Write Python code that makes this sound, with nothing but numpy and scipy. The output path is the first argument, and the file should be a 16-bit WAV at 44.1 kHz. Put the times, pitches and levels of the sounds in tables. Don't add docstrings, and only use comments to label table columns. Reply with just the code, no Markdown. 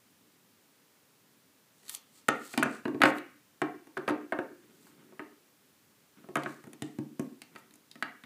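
import sys
import numpy as np
from scipy import signal
from scipy.fft import rfft, irfft
from scipy.io import wavfile

SR = 44100
rng = np.random.default_rng(int(sys.argv[2]) if len(sys.argv) > 2 else 0)


def master(y):
    cut = np.clip(np.atleast_2d(y).T, -1, 1)
    pcm = np.round(cut * 32767)
    wavfile.write(sys.argv[1], SR, pcm.astype(np.int16))


N = 363825


def from_db(db):
    return 10 ** (np.asarray(db) / 20)


def rms_one(x):
    return x / np.sqrt(np.mean(x ** 2) + 1e-20)


def at_hz(points, hz, column=1):
    rows = np.array(points)
    return np.interp(np.log(hz), np.log(rows[:, 0]), rows[:, column])


def filtered(x, order, hz, kind="low"):
    return signal.sosfilt(signal.butter(order, hz, kind, fs=SR, output="sos"), x)


def drift(corner_hz):
    step = 40
    pole = np.exp(-2 * np.pi * corner_hz * step / SR)
    noise = rng.standard_normal(N // step + 2002)
    slow = signal.lfilter([1], [1, -2 * pole, pole * pole], noise)[2000:]
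    return np.interp(np.arange(N) / step, np.arange(len(slow)), rms_one(slow))


def coloured(x, spectrum):
    hz = np.maximum(np.fft.rfftfreq(len(x), 1 / SR), 1)
    weight = from_db(at_hz(spectrum, hz))
    return rms_one(irfft(rfft(x) * weight, len(x)))


# frequency in Hz, relative level in dB per Hz.
BACKGROUND_SPECTRUM = [(15, -58.5), (25, -38), (70, -43), (84, -11), (130, -6.5), (299, -2.5), (324, -9.5),
                       (382, -6.5), (729, -15), (929, -13), (4330, -18), (13400, -20.5), (15800, -14.5)]


def background():
    noise = coloured(rng.standard_normal(N), BACKGROUND_SPECTRUM)
    rumble = filtered(noise, 2, 500)
    rumble_change = from_db(1.5 * drift(corner_hz=0.89)) - 1
    return from_db(-63.5) * (noise + rumble_change * rumble)


# frequency in Hz, level in dB, 60 dB decay time in seconds.
ROOM_BANDS = [(100, -22, 0.17), (260, 2, 0.45), (675, 1, 0.31), (1800, -8.5, 0.46), (2410, -6.5, 0.55),
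              (3220, -9, 0.3), (5000, -2, 0.23), (12000, -23, 0.1258)]


def room(x):
    gap_s = 0.0027
    t = np.arange(SR * 3 // 4) / SR
    edges_hz = 70 * 2 ** np.arange(0, 8.1, .5)
    white = rng.standard_normal((2, len(t)))
    answer = np.zeros(len(t))
    for k, (low, high) in enumerate(zip(edges_hz, edges_hz[1:])):
        centre_hz = np.sqrt(low * high)
        band = filtered(white[k % 2], 2, [low, high], "band")
        t60 = at_hz(ROOM_BANDS, centre_hz, column=2)
        answer += band * from_db(at_hz(ROOM_BANDS, centre_hz) - 60 * t / t60)
    build_up = np.clip(t / gap_s - .5, 0, 1)
    answer = answer * build_up / np.sqrt(SR / 40)
    return signal.fftconvolve(x, answer)[:N]


# start in seconds, length in seconds, level in dB.
SHUFFLE_EVENTS = [(4.592, 0.68, -68), (6.15, .19, -70), (6.589, 0.19, -75.5), (7.494, 0.18, -68)]
# frequency in Hz, relative level in dB per Hz.
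SHUFFLE_SPECTRUM = [(88, -33), (150, -3.5), (377, -5), (623, -24), (701, -28), (1430, -16), (1630, -20),
                    (3500, -25), (4550, -40), (7700, -120)]


def shuffles():
    edge_s = 0.029
    t, level = np.arange(N) / SR, np.zeros(N)
    for start_s, length_s, level_db in SHUFFLE_EVENTS:
        inside_s = np.minimum(t - start_s, start_s + length_s - t)
        level += from_db(level_db) * np.clip(inside_s / edge_s, 0, 1)
    lumps = from_db(3.7 * drift(corner_hz=16.5))
    return level * lumps * coloured(rng.standard_normal(N), SHUFFLE_SPECTRUM)


# loudest moment in seconds, peak level in dB, swell in seconds,
# fade in seconds, treble edge in dB above that level.
RUB_EVENTS = [(1.876, -63.5, 0.13, .03, -9), (1.898, -49, 0.011, .04, 7), (1.945, -48.5, 0.045, 0.052, 1.5),
              (2.175, -57.5, 0.085, 0.065, -5), (2.332, -63, .01, 0.089, -5.5),
              (2.46, -53.5, 0.089, 0.043, -2.5), (2.54, -49, 0.11, 0.033, -4),
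              (2.596, -48.5, 0.012, .025, -18), (2.66, -62.5, .02, 0.26, -16.5),
              (2.757, -61.5, .2, 0.061, -6.5), (3.062, -44, 0.03, 0.05, -4.5),
              (3.179, -57.5, 0.1, 0.026, 2), (4.87, -65, 0.23, 0.098, -1), (6.39, -62, 0.03, 0.082, -15),
              (6.43, -71, .04, .06, -17.5), (6.503, -61, 0.097, 0.16, -5.5),
              (6.845, -64, 0.011, 0.14, -17.5), (7.214, -66.5, .01, .15, 3),
              (7.433, -70.5, 0.0095, .09, -21.5), (7.579, -65.5, 0.015, 0.063, 1)]
# frequency in Hz, relative level in dB per Hz.
RUB_SPECTRUM = [(410, -38.5), (700, -13), (1280, -5.5), (1430, -14.5), (3460, -6), (4440, -2.5), (5380, -8),
                (7910, -0.5), (10500, -9), (13600, -40), (22000, -120)]


def rubs():
    slips_per_s, range_db = 2000, 20
    t, level, edge_level = np.arange(N) / SR, np.zeros(N), np.zeros(N)
    for peak_s, peak_db, swell_s, fade_s, edge_db in RUB_EVENTS:
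        before = (peak_s - t) / max(swell_s, .002)
        after = (t - peak_s) / max(fade_s, .002)
        away = np.maximum(before, after)
        swell = from_db(peak_db - range_db * np.minimum(away, 10))
        level += swell
        edge_level += swell * from_db(edge_db)
    sizes = from_db(3.5 * np.minimum(rng.exponential(1, N), 4))
    sizes = sizes * rng.choice([-1, 1], N)
    happens = rng.random(N) < slips_per_s / SR
    slips = happens * sizes + 0.3 * rng.standard_normal(N)
    edge = rms_one(filtered(slips, 2, 11000, "high"))
    uneven = from_db(2.0 * drift(corner_hz=44))
    return uneven * (level * coloured(slips, RUB_SPECTRUM) + edge_level * edge)


def struck(at_s, modes, level_db, chatter_s, fade_db):
    spread_db, contact = 1.8, np.arange(4)
    luck = rng.standard_normal((len(at_s), len(modes), 3, 4))
    luck[:, :, 0] -= luck[:, :, 0].mean(axis=1, keepdims=True)
    out = np.zeros(N)
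    for k, (hz, mode_db, t60) in enumerate(modes):
        strength, moment, sign = luck[:, k, 0], np.abs(luck[:, k, 1]), np.sign(luck[:, k, 2])
        size = from_db(level_db[:, None] + mode_db + spread_db * strength - fade_db * contact)
        when_s = at_s[:, None] + chatter_s * moment * (contact + .15)
        clicks = np.full(N, 1e-18)
        np.add.at(clicks, np.minimum(when_s * SR, N - 1).astype(int), size * sign)
        radius = from_db(-60 / (t60 * SR))
        angle = 2 * np.pi * hz / SR
        resonator = [1, -2 * radius * np.cos(angle), radius * radius]
        out += signal.lfilter([0, np.sin(angle)], resonator, clicks)
    return out


def cracked(at_s, level_db, low_hz, high_hz, t60):
    jumps = np.full(N, 1e-18)
    jumps[(at_s * SR).astype(int)] = from_db(level_db)
    envelope = signal.lfilter([1], [1, -from_db(-60 / (t60 * SR))], jumps)
    return filtered(envelope * rng.standard_normal(N), 3, [low_hz, high_hz], "band")


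# start in seconds, then strengths in dB of frame, table, crack and top crack.
KNOCK_EVENTS = [(1.831, -73, -65, -52, -54), (1.8528, -72, -70, -57, -49), (1.864, -72, -74, -46, -51),
                (1.8817, -73, -68, -36, -40), (1.889, -73, -87, -38, -43), (1.8946, -56, -95, -31, -24),
                (1.9482, -73, -80, -28.5, -24.5), (2.2839, -21, -30, -28, -23),
                (2.2866, -17.5, -41, -27, -24.5), (2.5382, -41, -45.5, -34, -49),
                (2.5763, -30.5, -27.5, -18.5, -26), (2.5848, -37, -30, -33.5, -35),
                (2.6265, -17.5, -34, -32, -33.5), (2.6308, -19.5, -39.5, -31.5, -25),
                (2.6579, -33.5, -31, -41, -54), (2.8535, -34, -27.5, -35, -49),
                (2.88, -44, -31.5, -43, -48), (2.9455, -60, -27.5, -42.5, -65),
                (3.005, -42, -26.5, -47, -49), (3.0177, -13.5, -43, -12, -24.5),
                (3.0353, -15.5, -19, -15.5, -26), (3.054, -18, -23, -18.5, -44),
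                (3.1833, -46, -52, -32, -39.5), (3.617, -24, -26.5, -29, -36),
                (3.8705, -62, -50.5, -54, -54), (3.9693, -29, -38, -48, -53),
                (3.9747, -49, -29.5, -33, -41.5), (4.0785, -25.5, -30, -25.5, -43),
                (4.0877, -26, -30.5, -50, -35), (4.096, -40, -30.5, -34.5, -40),
                (4.1064, -52, -25, -34, -47), (4.3227, -24, -29.5, -46, -46),
                (4.3882, -31, -30.5, -51, -49.5), (4.868, -59, -59, -67.5, -64.5),
                (5.1234, -64, -49, -68, -64), (5.194, -36, -38, -44.5, -50.5),
                (6.2412, -57.5, -54, -64, -66), (6.2877, -59.5, -40, -54, -57),
                (6.3554, -25, -31, -32.5, -29), (6.3686, -26, -36, -36, -34), (6.4347, -58, -44, -34, -42),
                (6.4601, -28, -36.5, -57, -63), (6.6398, -59, -49.5, -52, -49),
                (6.6707, -57, -49.5, -68, -51), (6.732, -57.5, -56, -42.5, -41),
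                (6.8213, -48.5, -37, -28.5, -32), (6.9863, -55.5, -36, -42, -46),
                (7.195, -43.5, -35.5, -41.5, -34), (7.4179, -55.5, -68.5, -32, -37),
                (7.5518, -61, -61, -45, -54), (7.5594, -42, -74, -37.5, -50.5),
                (7.7086, -78, -72.5, -48.5, -53.5), (7.739, -69.5, -77, -54.5, -46.5),
                (7.7561, -69.5, -71.5, -65.5, -46), (7.9138, -87, -68.5, -32.5, -47),
                (7.9556, -55.5, -60.5, -41, -52), (8.025, -31, -54, -22.5, -34.5),
                (8.2373, -52, -59, -37, -54)]
# time in seconds, strength in dB above the table top.
BOARD_SHARE_OVER_TIME = [(2.3, -1.5), (2.6, 2), (2.9, -4.5), (3.04, -8.5), (3.6, -8), (4.4, -17.5),
                         (5.2, -12), (6.2, -1.5), (7.2, 9)]
# frequency in Hz, level in dB, 60 dB decay time in seconds.
BOARD_MODES = [(144.3, -13, 0.3), (174, -11.5, 0.025), (229, -4, 0.058), (270, 2.5, 0.06)]
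TABLE_MODES = [(298.7, -5, 0.08), (304, -9.5, 0.0499), (356.7, -4, 0.1), (415, -7, 0.066)]
LOWER_FRAME_MODES = [(474, 0, 0.025), (522, -1, 0.035), (604, 1, 0.0087), (713.4, 2.5, 0.028),
                     (705, -2.5, 0.034), (873, -7, 0.028), (952, -3, 0.027), (1095, -6.5, 0.09),
                     (1143, -14.5, 0.0067)]
FRAME_MODES = [(1233, -2, .016), (1368, -1, .015), (1540, 0, .014), (1690, -1, .013)]
JAW_MODES = [(1890, 0, .013), (2040, -1, .012), (2320, -2, .011), (2560, -3, .01), (2950, -6, .009)]


def knocks():
    at_s, frame_db, table_db, crack_db, top_db = np.transpose(KNOCK_EVENTS)
    boards_db = table_db + np.interp(at_s, *np.transpose(BOARD_SHARE_OVER_TIME))
    jaws_db = (frame_db + crack_db) / 2 - 2
    lower_db = table_db + 0.45 * (frame_db - table_db) - 4
    table = struck(at_s, BOARD_MODES, boards_db, chatter_s=0.0021, fade_db=6.5)
    table += struck(at_s, TABLE_MODES, table_db, chatter_s=0.0061, fade_db=8.0)
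    table = filtered(table, 2, 600)
    frame = struck(at_s, LOWER_FRAME_MODES, lower_db, chatter_s=0.003, fade_db=4.5)
    frame += struck(at_s, FRAME_MODES, frame_db, chatter_s=0.0027, fade_db=3.0)
    frame += struck(at_s, JAW_MODES, jaws_db, chatter_s=0.002, fade_db=2.0)
    frame = filtered(frame, 2, [350, 4500], "band")
    crack = cracked(at_s, crack_db, low_hz=2900, high_hz=4700, t60=0.017)
    top_crack = cracked(at_s, top_db, low_hz=6000, high_hz=12000, t60=0.018)
    return table + frame + crack + top_crack


def scene():
    near = filtered(knocks() + rubs() + shuffles(), 5, 108, "high")
    return (near + room(near) + background())[None]


def record(dry):
    return signal.sosfilt(signal.cheby2(14, 60, 15950, fs=SR, output="sos"), dry)


dry = scene()
out = record(dry)
master(out)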